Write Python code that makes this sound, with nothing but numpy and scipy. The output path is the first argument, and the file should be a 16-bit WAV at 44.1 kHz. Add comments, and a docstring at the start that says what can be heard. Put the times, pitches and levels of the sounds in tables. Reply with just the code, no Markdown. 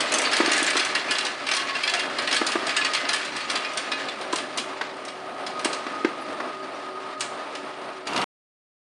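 """A sweet sorting machine in a factory, heard from beside a cardboard box under its chute.
From the start, hard sweets tumble over steel rollers and strike trays, exciting their ringing modes,
while the drive drones. Soon friction sets a roller singing, and a few sweets thud into the box.
As the batch ends the impacts thin out and the roller binds in short squeals.
Last, the frame begins to rattle, and the sound is cut short."""
import sys
import numpy as np
from scipy import signal
from scipy.fft import rfft, irfft
from scipy.io import wavfile
from scipy.ndimage import uniform_filter1d

SR = 44100
rng = np.random.default_rng(int(sys.argv[2]) if len(sys.argv) > 2 else 0)


def digitize_waveform(pressure):
    """Quantize a signal to 16-bit integers and store it at the path in sys.argv[1].

    Rows of a 2-D input are taken as channels; values are limited to [-1, 1].
    """
    field = np.atleast_2d(pressure).T
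    bounded = np.clip(field, -1, 1)
    quanta = np.round(bounded * 32767).astype(np.int16)
    wavfile.write(sys.argv[1], SR, quanta)


N = 394254
STOP_S = 8.243

# Normal modes of the steel trays. Each row: frequency in Hz, relative level in dB.
TRAY_MODES = [(1528, -4), (1718, 2.5), (1905, -4), (2024, -3), (2110, -8), (2271, -2), (2400, -9),
              (2476, -3), (2573, -7), (2720, -9), (2788, -3), (2842, -5), (3050, -10), (3251, -5),
              (3348, -8), (3499, -6), (3983, -7), (4110, -6), (4349, -6), (4554, -6), (4715, -7),
              (5000, -8)]
# The load of sweets on the rollers. Each row: time in seconds, relative level of tumbling in dB.
SWEET_LOAD = [(0.0, -30), (0.27, -24.5), (0.73, -24.5), (0.91, -29), (1.07, -30.5), (1.27, -32.5),
              (1.42, -34), (1.65, -29.5), (1.8, -31), (1.98, -30), (2.1, -33.5), (2.4, -29.5),
              (2.64, -31.5), (2.99, -32), (3.23, -30.5), (3.45, -32.5), (3.88, -34), (4.02, -32.5),
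              (4.15, -38.5), (4.92, -38.5), (5.17, -45.5), (5.41, -44.5), (5.7, -37.5), (6.17, -41),
              (6.91, -42.5), (7.4, -41.5), (8.0, -44.5)]


def tray_strikes(level_db=-5, crack_t60=.029, wash_t60=.39, ring_t60=.28, rise_s=.0062):
    """Impact excitation: a sweet cracks on steel and rebounds; dense modes wash out, a few ring on."""
    # Hard strikes. Each row: time in seconds, relative level in dB, relative treble in dB.
    hard_strikes = [(0.0064, -14.5, -13), (0.122, -20, -6), (0.1405, -18, -3.5), (0.156, -25.5, -8),
                    (0.1865, -20, 0.5), (0.2188, -22, -3.5), (0.2506, -20, -34), (0.3157, -22, -11.5),
                    (0.3331, -13.5, -14), (0.3678, -16.5, -11.5), (0.4604, -15.5, -15.5), (0.5185, -19, -3),
                    (0.5333, -18, -8), (0.548, -28, -10), (0.567, -25.5, -5), (0.5795, -19.5, -5.5),
                    (0.6297, -28.5, 3.5), (0.646, -27.5, -5), (0.6657, -21, -8.5), (0.7044, -17, -13.5),
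                    (0.7688, -13.5, -12), (0.7962, -14, -17), (0.85, -19, -11), (0.951, -13.5, -17.5),
                    (1.1102, -13, -16.5), (1.122, -25, -8), (1.1528, -19, -23), (1.1851, -14.5, -14),
                    (1.209, -21, -19), (1.2512, -20, -12), (1.266, -20.5, -16.5), (1.4681, -19.5, -18),
                    (1.4887, -20, -18), (1.515, -14, -16), (1.537, -16.5, -15.5), (1.549, -20, -12),
                    (1.5674, -17, -12), (1.598, -21.5, -25), (1.694, -22, -32), (1.752, -22, -23),
                    (1.8338, -25.5, -10), (1.8766, -15, -21.5), (1.8967, -19, -12), (1.938, -14, -15.5),
                    (1.995, -17, -18), (2.1863, -17, -17.5), (2.2749, -15.5, -20), (2.3128, -16.5, -18),
                    (2.3278, -13.5, -16), (2.345, -19, -11), (2.3665, -15, -12.5), (2.467, -15.5, -12.5),
                    (2.519, -20, -16.5), (2.669, -19.5, -12), (2.6938, -16.5, -18.5), (2.7669, -12.5, -14),
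                    (2.813, -17.5, -30.5), (2.8482, -14.5, -17), (2.936, -17, -12.5), (2.949, -14, -18.5),
                    (2.973, -22.5, -28), (3.052, -23, -33.5), (3.0905, -14.5, -14.5), (3.1335, -16.5, -12),
                    (3.145, -17.5, -17), (3.249, -26, -13), (3.366, -22, -14.5), (3.4048, -24, -20),
                    (3.487, -30, -18), (3.5002, -17, -14.5), (3.5562, -15.5, -18), (3.648, -22.5, -28),
                    (3.7747, -17, -10.5), (3.9178, -16.5, -24), (4.0856, -23.5, -18.5),
                    (4.2135, -27.5, -17), (4.3282, -20.5, -12), (4.3596, -20.5, -8.5), (4.384, -21, -19),
                    (4.576, -21.5, -5.5), (4.583, -17.5, -17.5), (4.598, -29, -12), (5.052, -31.5, -6.5),
                    (5.0836, -26.5, -19), (5.4658, -23, -18), (5.5946, -27.5, -13.5), (5.6482, -15.5, -8.5),
                    (5.7308, -20.5, -15.5), (7.198, -37, -6), (7.2085, -18.5, -6), (7.222, -24.5, -18),
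                    (7.5527, -25.5, -17), (8.0718, -22, -15.5), (8.133, -27, -18), (8.1631, -19, -15),
                    (8.176, -20, -21), (8.216, -22, -18)]
    # Spectrum of a sweet meeting steel. Each row: frequency in Hz, gain in dB.
    contact_spectrum = [(100, -47), (500, -20.5), (1100, -0.5), (1800, -4.5), (2700, -3), (3500, -3),
                        (4800, -3), (6000, -1.5), (7800, -6), (8500, -1.5), (10000, -8.5), (11500, -30.5)]
    out, t = np.zeros(N), np.arange(SR // 4) / SR
    ring_t, clink_t = t[:SR // 7], t[:SR // 20]
    hz, mode_db = np.transpose(TRAY_MODES)
    patch_hz = np.geomspace(500, 12000, 110)
    decay = fade(ring_t, ring_t60 * (2000 / hz[:, None]) ** .5)
    # the last sweets of the batch land with little ring
    damped_db = .27 * np.minimum(curve(SWEET_LOAD) + 29.5, 0)
    # the blow takes a few milliseconds to spread through the sheet
    spread = np.sin(np.pi / 2 * np.minimum(t / rise_s, 1)) ** 2
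    clink_shape = fade(clink_t, .05) * spread[:len(clink_t)]
    for s, db, bright_db in list(hard_strikes) + light_strikes():
        since_rebound = t - .015 * (.5 + rng.random())
        rebound = undb(-11) * fade(np.abs(since_rebound), crack_t60) * (since_rebound > 0)
        first_blow = fade(t, crack_t60) + undb(-17) * fade(t, wash_t60)
        contact = rng.standard_normal(len(t)) * np.hypot(first_blow, rebound)
        # an edge-on hit snaps more sharply, carries more treble and rings less
        snap_shape = fade(np.abs(t - rise_s / 2), .011) * undb(1 + .65 * bright_db)
        snap = rng.standard_normal(len(t)) * snap_shape
        contact = colour(contact * spread + snap, contact_spectrum)
        treble_db = bright_db + 9.5
        tilt_db = np.interp(patch_hz, [3800, 6500], [0, treble_db])
        ring_db = -8 + damped_db[int(s * SR)] - .2 * treble_db
        # each striking point favours its own patches of the dense modes
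        patch_db = 3.8 * (np.clip(rng.standard_normal(len(patch_hz)), -2, 2) - .5)
        crack = colour(contact / strength(contact), np.column_stack([patch_hz, tilt_db + patch_db]))
        # the sweet adds a short clink of its own
        clink_hz = rng.uniform(2200, 5400, (9, 1))
        clink = np.sin(2 * np.pi * clink_hz * clink_t).sum(axis=0) * clink_shape
        detuned_hz = hz * (1 + .0025 * rng.standard_normal(len(hz)))
        weights = undb(mode_db * rng.random(len(hz))) * rng.uniform(-1, 1, len(hz))
        modes = np.sin(2 * np.pi * detuned_hz[:, None] * ring_t) * decay
        ringing = weights @ modes * spread[:len(ring_t)]
        start_s, gain = s - rise_s / 2, undb(db + level_db)
        add(out, start_s, gain * crack)
        add(out, start_s, gain * undb(-5) * clink / strength(clink))
        add(out, start_s, gain * undb(ring_db) * ringing / strength(ringing))
    return out


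def light_strikes():
    """Random impacts, harder under a heavy load. Each row: time in seconds, level and treble in dB."""
    times, load_db = contact_times(count=20)
    level_scatter, treble_scatter = rng.standard_normal((len(times), 2)).T
    return list(zip(times, load_db - 2 + 1.5 * level_scatter, -14 + 3 * treble_scatter))


def tray_pings(spacing=.05, neighbour_db=-9, neighbour_t60=.099, rise_s=.0016):
    """Free vibration: a cleanly struck tray mode rings unsteadily while its neighbours clang briefly."""
    # Each row: start in seconds, frequency in Hz, level in dB, 60 dB decay time in seconds.
    struck_modes = [(.121, 2610, -24.5, .12), (.121, 3430, -30, .1), (.141, 6319, -21.5, .1),
                    (.141, 3420, -28.5, .12), (.187, 6000, -32, .1), (.219, 3190, -27.5, .14),
                    (.219, 8050, -35, .1), (.251, 4560, -21.5, .14), (.251, 3580, -29, .25),
                    (.333, 1680, -20.5, .14), (.518, 2760, -23.5, .14), (.518, 1915, -21.5, .14),
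                    (.55, 1547, -27, .33), (.666, 7260, -25.5, .13), (.704, 1723, -30, 0.24),
                    (.769, 1770, -35.5, 0.21), (.952, 2764, -23.5, 0.22), (.953, 1890, -26.5, 0.25),
                    (1.087, 2450, -22, 0.14), (1.11, 1716, -31, .4), (1.484, 2320, -25, .2),
                    (1.488, 2740, -26, .2), (1.549, 1750, -37, .25), (1.561, 1098, -30, .6),
                    (1.69, 1098, -28, 0.55), (1.752, 2734, -23.5, 0.14), (1.834, 2300, -20, 0.1),
                    (1.834, 2600, -23, .1), (1.834, 3220, -22.5, 0.13), (1.834, 4170, -25, .12),
                    (1.834, 4900, -24, 0.1), (1.877, 1730, -26.5, 0.28), (1.877, 2670, -20.5, 0.1),
                    (1.974, 2770, -23.5, .17), (1.999, 3250, -35, 0.7), (2.187, 1640, -30.5, .2),
                    (2.361, 4420, -20.5, 0.14), (2.367, 1696, -25, .3), (2.467, 4800, -26, .11),
                    (2.767, 2810, -25.5, 0.237), (2.767, 6589, -33.5, .13), (2.769, 1720, -24, .35),
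                    (2.813, 2500, -22, 0.15), (2.849, 1900, -27, .33), (2.849, 2860, -26, .14),
                    (2.949, 4130, -18.5, .05), (2.975, 2040, -24, 0.22), (3.09, 1710, -27, .25),
                    (3.09, 4128, -27.5, .1), (3.135, 1730, -26, 0.26), (3.135, 8500, -36, .1),
                    (3.409, 4400, -31, .12), (3.501, 8516, -35, .1), (3.557, 4000, -36, .13),
                    (3.648, 2467, -26, 0.19), (3.775, 1526, -29, .18), (3.92, 2510, -28.5, 0.3),
                    (3.92, 2840, -29, .16), (4.086, 3499, -34, .18), (5.649, 2830, -25, .12),
                    (6.21, 10340, -50, .15)]
    out, t = np.zeros(N), np.arange(SR // 2) / SR
    clang_t = t[:SR // 8]
    unsteady = 1 + .16 * (walk(110) + 1j * walk(110))  # in amplitude and phase
    for s, hz, db, t60 in struck_modes:
        note = np.imag(np.exp(2j * np.pi * hz * t) * unsteady[int(s * SR):][:len(t)]) * fade(t, t60)
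        near_hz = hz * (1 + spacing * (np.array([-1.8, -1, 1, 2.5]) + rng.uniform(-.5, .5, size=4)))
        cycles = near_hz[:, None] * clang_t + rng.random(size=(4, 1))
        clang = np.sin(2 * np.pi * cycles).sum(axis=0) / 2
        add(note, 0, undb(neighbour_db) * clang * fade(clang_t, neighbour_t60))
        add(out, s, undb(db) * note * (1 - np.exp(-t / rise_s)))
    return out


def box_landings(clack_t60=.028, settle_t60=.37, knock_t60=.042, push_s=.00018, rise_s=.0056):
    """Damped plate vibration: a sweet clacks on cardboard, the panel knocks and the box floor thuds."""
    # Each row: time in seconds, level in dB, relative clack in dB, knock in Hz, relative knock in dB.
    landings = [(.401, -15.5, -2.5, 943, -9.5), (.432, -25.5, -8, 900, -11.5), (.448, -28, -6.5, 660, -10),
                (0.477, -24.5, -10, 694, -7.5), (.512, -32, -7, 656, -5), (.556, -35, -3, 780, -8),
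                (.620, -24.5, -6.5, 1100, -8), (.754, -28, 7, 1305, 2.5), (.797, -30, 2, 700, -7),
                (2.414, -20, -2.5, 1310, -3), (2.554, -19, -1, 1196, -7), (2.628, -28.5, -5.5, 800, -11.5),
                (4.331, -22.5, -8, 1010, 1), (4.8109, -35, 15, 1120, 1.5), (5.654, -21, -4.5, 960, -7.5),
                (5.865, -32.5, 6, 1090, -9), (6.046, -15, -5, 1570, -11), (6.400, -33.5, 6.5, 1100, 4.5)]
    # Modes of the box floor. Each row: frequency in Hz, gain in dB, 60 dB decay time in seconds.
    floor_modes = [(278, -3.5, 0.047), (327, 16.5, 0.051), (358, 17, 0.037), (435, -6.5, 0.022),
                   (495, -2.5, 0.023)]
    # Modes of a cardboard panel. Each row: multiple of the knock's frequency, gain in dB.
    panel_modes = [(1, -0.5), (1.26, -5.5), (1.6, -9)]
    # Spectrum of a sweet meeting cardboard. Each row: frequency in Hz, gain in dB.
    clack_spectrum = [(100, -35), (260, 2), (500, 3.5), (1000, 2), (1900, 3), (2500, -6.5), (4000, -11),
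                      (6000, -19.5), (11000, -37.5)]
    out, t = np.zeros(N), np.arange(SR // 4) / SR
    # the open box radiates almost no bass
    push = signal.sosfilt(signal.butter(6, 235, "high", fs=SR, output="sos"), np.exp(-t / push_s) * t)
    rise = 1 - np.exp(-t / rise_s)
    # after the clack, the sweets already lying there shift
    envelope = (fade(t, clack_t60) + undb(-27) * fade(t, settle_t60)) * rise
    for s, db, hard_db, panel_hz, knock_db in landings:
        thud = sum(undb(mode_db) * ring(push, hz * (1 + .03 * rng.standard_normal()), t60)
                   for hz, mode_db, t60 in floor_modes)
        clack = colour(rng.standard_normal(len(t)) * envelope, clack_spectrum)
        # a harder landing has a shorter contact, hence a brighter clack
        clack = colour(clack, [(300, .0033), (2500, .6 * max(hard_db, 0))])
        knock = sum(undb(mode_db) * np.sin(2 * np.pi * panel_hz * ratio * t) * fade(t, knock_t60 / ratio)
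                    for ratio, mode_db in panel_modes)
        for part, part_db in ((thud, 1), (clack, hard_db - 1), (knock * rise, knock_db)):
            add(out, s, undb(db + part_db) * part / strength(part))
    return out


def sweet_chinks(low_hz=2400, high_hz=8000, db_per_octave=-6, t60=.06, rise_s=.00089):
    """Elastic collision: sweets touch with one short, glassy note, fainter the higher it is."""
    out, t = np.zeros(N), np.arange(SR // 6) / SR
    envelope = fade(t, t60) * (1 - np.exp(-t / rise_s))
    for s, load_db in zip(*contact_times(count=100)):
        hz = rng.uniform(low_hz, high_hz)
        db = load_db - 3 + db_per_octave * np.log2(hz / low_hz) + 3.5 * rng.standard_normal()
        add(out, s, undb(db) * np.sin(2 * np.pi * hz * t) * envelope)
    return out


def tumble(level_db=-4, ring_db=-5, ring_t60=.13, contact_t60=.12):
    """Incoherent summation: tiny contacts on the rollers add in energy and keep the trays ringing."""
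    # Spectrum of the jostling sweets. Each row: frequency in Hz, gain in dB.
    jostle_spectrum = [(100, -33.5), (280, 0.5), (500, -10), (1000, 1.5), (1700, 10), (2600, 4), (3400, 0),
                       (4800, -3), (6000, -11), (7800, -15.5), (8500, -19.5), (10000, -22.5), (11500, -47)]
    t, load_db = np.arange(SR // 8) / SR, curve(SWEET_LOAD)
    energy = signal.fftconvolve(clicks(per_s=210, spread_db=.5) ** 2, fade(t, contact_t60) ** 2)[:N]
    grains = unit(colour(np.sqrt(np.abs(energy)) * rng.standard_normal(N), jostle_spectrum))
    dull = signal.sosfilt(signal.butter(1, 4000, fs=SR, output="sos"), grains)
    # a thin layer is quieter, and brighter because the sweets muffle each other less
    thin_db = .16 * (load_db.max() - load_db)
    grains = dull + undb(6 + .68 * thin_db) * (grains - dull)
    # each mode is caught now and then, so the ringing keeps changing pitch
    ringing = 0
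    for hz, db in TRAY_MODES:
        taps = clicks(per_s=14, spread_db=-3)
        ringing += undb(db) * unit(ring(taps, hz, ring_t60 * (2000 / hz) ** .38))
    return undb(load_db + level_db - thin_db) * (grains + undb(ring_db) * unit(ringing))


def frame_rattle(start_s=8.066, swell_s=.13, start_db=-33.5, full_db=-24):
    """Forced vibration: a sudden, swelling clatter shakes the frame and sets its panels ringing."""
    # Response of the frame. Each row: frequency in Hz, gain in dB.
    frame_spectrum = [(30, -22), (100, -16), (260, 4.5), (480, 1), (680, 1.5), (1150, 5), (1700, -11.5),
                      (2800, -5), (5000, -21), (9000, -31), (11500, -58)]
    # Modes of its panels. Each row: frequency in Hz, relative level in dB, 60 dB decay time in seconds.
    panel_modes = [(278, -10, 0.042), (713, -5, .04), (933, 0, 0.077), (1180, 2.5, .04), (1329, -10, .1),
                   (2710, -5, 0.0494)]
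    since = np.arange(N) / SR - start_s
    blows = unit(clicks(per_s=880, spread_db=2)) + 1.15 * rng.standard_normal(N)
    clatter = unit(colour(blows, frame_spectrum))
    ringing = sum(undb(db) * unit(np.gradient(ring(blows, hz, t60))) for hz, db, t60 in panel_modes)
    swell_db = np.interp(since, [0, swell_s], [start_db, full_db])
    return unit(clatter + undb(-2) * unit(ringing)) * undb(swell_db) * (since > 0)


def roller_song(lower_hz=1241, upper_hz=1275, level_db=-2.5, attack_s=.013, release_s=.15):
    """Friction-driven oscillation: two close roller resonances sing, swelling whenever it binds."""
    # Long rubs. Each row: start in seconds, length in seconds, relative level in dB.
    rubs = [(0.307, 0.59, -36.5), (2.3, 0.85, -36.5), (3.33, 0.66, -37), (5.535, 1.8, -39.5)]
    # Brief binding. Each row: middle in seconds, half length in seconds, relative level in dB.
    squeals = [(2.905, .04, -29.5), (5.579, .04, -31), (5.71, 0.072, -30.5), (5.79, .04, -34),
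               (5.98, 0.1, -33), (6.107, .03, -34), (6.27, .04, -36), (6.33, 0.045, -34),
               (6.492, 0.02, -29.5), (6.573, 0.075, -34), (6.76, 0.033, -37), (6.875, .04, -32.5),
               (6.975, 0.028, -32.5), (7.062, 0.031, -35), (7.18, 0.038, -34), (7.41, .035, -35),
               (7.513, .03, -42)]
    t = np.arange(N) / SR
    rubbing, sag_db_per_s = undb(-44.5), 1  # even the free roller sings faintly
    for s, length, db in rubs:
        gate = np.clip(np.minimum((t - s) / attack_s, 1 + (s + length - t) / release_s), 0, 1)
        rubbing = np.maximum(rubbing, gate * undb(db - sag_db_per_s * (t - s)))
    for s, half_length, db in squeals:
        rubbing = np.maximum(rubbing, undb(db) * np.maximum(1 - ((t - s) / half_length) ** 2, 0))
    phase_per_hz = 2 * np.pi * np.cumsum(1 + .00393 * walk(40) + .008 * walk(400)) / SR
    lower = np.sin(lower_hz * phase_per_hz) * undb(1.6 * walk(45))
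    upper = undb(-10) * walk(30) * np.sin(upper_hz * phase_per_hz)
    return unit(lower + upper) * rubbing * undb(level_db)


def drive(drone_db=-1, tones_db=-2.5, waver_db=2.5, jitter_hz=3):
    """Random modulation: motor and gears make a fluttering broadband drone with unsteady tones."""
    # Course of the drone. Each row: time in seconds, relative level in dB.
    drone_levels = [(0.0, -31), (0.69, -29), (1.0, -34), (1.25, -34), (1.72, -35.5), (2.58, -32),
                    (3.03, -35), (4.5, -32.5), (4.86, -36.5), (5.93, -34.5), (6.75, -37), (7.4, -36),
                    (8.0, -38)]
    # Spectrum of the drone as heard, with a faint hissy sheen near 9 kHz.
    # Each row: frequency in Hz, gain in dB.
    heard_spectrum = [(30, -42), (90, -24.5), (140, -18), (190, -14.5), (275, -2.5), (370, -5.5),
                      (430, -5.5), (520, -5), (630, -2), (760, -3.5), (960, -6.5), (1270, -2), (1420, -9),
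                      (4000, -21.5), (7700, -40.5), (8900, -27), (11400, -52.5)]
    # Tones of the drive. Each row: frequency in Hz, relative level in dB.
    drive_tones = [(140, -63.5), (280, -54.5), (379, -45.5), (533, -56.5), (586, -50.5), (618, -46.5),
                   (686, -53.5), (888, -51.5)]
    noise = colour(rng.standard_normal(N), heard_spectrum)
    drone, tones = 0, 0
    # the octaves flutter separately, then all together
    for edge_hz in (180, 360, 720, 1440):
        band = signal.sosfiltfilt(signal.butter(4, edge_hz, fs=SR, output="sos"), noise)
        drone += band * undb(1.2 * walk(6))
        noise = noise - band
    drone = unit(drone + noise) * undb(curve(drone_levels) + drone_db + 1.77 * walk(25))
    for hz, db in drive_tones:
        phase = 2 * np.pi * np.cumsum(hz + jitter_hz * walk(22)) / SR
        tones += np.sqrt(2) * undb(db + tones_db + waver_db * walk(12)) * np.sin(phase)
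    return drone + tones


def whirrs(t60=.04):
    """Resonance: narrow bands of noise swell briefly in the machine as hollow whirrs."""
    # Each row: middle in seconds, half width in seconds, frequency in Hz, level in dB.
    swells = [(.16, 0.053, 647, -34.5), (1.52, .03, 627, -40), (1.96, 0.077, 683, -35),
              (2.69, 0.036, 650, -34), (5.35, .25, 730, -40.5)]
    out, t = np.zeros(N), np.arange(N) / SR
    for s, half_width, hz, db in swells:
        hollow = unit(np.gradient(ring(rng.standard_normal(N), hz, t60)))
        out += undb(db) * hollow * np.exp(-((t - s) / half_width) ** 2)
    return out


def hall(x, wet_db, t60=.23, delay_s=.012):
    """Reverberation: the factory answers with a diffuse, duller tail."""
    t = np.arange(SR) / SR
    reflections = rng.standard_normal(SR) * fade(t, t60) * (t > delay_s)
    tail = colour(reflections, [(300, 3), (2500, 4), (10000, -10.5)])
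    return x + undb(wet_db) * signal.fftconvolve(x, tail / np.sqrt(np.sum(tail ** 2)))[:N]


def contact_times(count):
    """Collision rate follows load: random times in seconds, and the load in dB at each."""
    load_db = curve(SWEET_LOAD)[:int(STOP_S * SR)]
    passed = np.cumsum(undb(load_db))
    at = np.searchsorted(passed, passed[-1] * (np.arange(count) + rng.random(count)) / count)
    return at / SR, load_db[at]


def clicks(per_s, spread_db):
    """Poisson process: independent contacts of random size and sign."""
    size = undb(spread_db * np.minimum(rng.exponential(size=N), 4))
    return (rng.random(N) < per_s / SR) * size * rng.choice([-1, 1], N)


def ring(x, hz, t60):
    """Damped harmonic oscillator driven by x."""
    radius, angle = np.exp(-np.log(1000) / (t60 * SR)), 2 * np.pi * hz / SR
    return signal.lfilter([0, radius * np.sin(angle)], [1, -2 * radius * np.cos(angle), radius ** 2], x)


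def colour(x, points, size=4096):
    """Minimum-phase filter. Each row of points: frequency in Hz, gain in dB."""
    hz, db = np.transpose(points)
    bin_hz = np.maximum(np.arange(size // 2 + 1) * SR / size, 1)
    cepstrum = irfft(np.log(undb(np.interp(np.log(bin_hz), np.log(hz), db))))
    # folding the cepstrum makes the response causal
    cepstrum[1:size // 2] *= 2
    cepstrum[size // 2 + 1:] = 0
    return signal.fftconvolve(x, irfft(np.exp(rfft(cepstrum))))[:len(x)]


def walk(per_s):
    """Low-pass noise: a smooth random wander of rms 1."""
    hold = max(int(SR / per_s), 2)
    steps = np.repeat(rng.standard_normal(N // hold + 1), hold)
    return unit(uniform_filter1d(uniform_filter1d(steps, hold), hold)[:N])


def curve(rows):
    """Linear interpolation of a time table at every sample."""
    return np.interp(np.arange(N) / SR, *np.transpose(rows))


def fade(t, t60):
    """Exponential decay, by 60 dB in t60 seconds."""
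    return np.exp(-np.log(1000) * t / t60)


def undb(db):
    """Decibels to amplitude ratio."""
    return 10 ** (np.asarray(db) / 20)


def unit(x):
    """Normalisation to rms 1."""
    return x / np.sqrt(np.mean(x ** 2))


def strength(x):
    """Rms of the loudest 4 milliseconds."""
    return np.sqrt(uniform_filter1d(x ** 2, size=176).max())


def add(out, s, x):
    """Superposition of x on out from s seconds."""
    start = max(int(s * SR), 0)
    out[start:start + len(x)] += x[:N - start]


def scene():
    """Superposition of sweets and machine; the box is close, so its direct sound dominates more."""
    impacts = hall(tray_strikes(), wet_db=-16) + hall(box_landings(), wet_db=-19.5)
    sweets = impacts + tray_pings() + sweet_chinks() + tumble()
    return (sweets + drive() + whirrs() + roller_song() + frame_rattle())[None]


def record(dry):
    """Gating and band limiting: the sound stops abruptly, and the top treble is cut steeply."""
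    gate = np.clip((STOP_S - np.arange(N) / SR) / .001, 0, 1)
    return signal.sosfilt(signal.ellip(8, .2, 70, 11300, fs=SR, output="sos"), dry * gate)


dry = scene()
out = record(dry)
digitize_waveform(out)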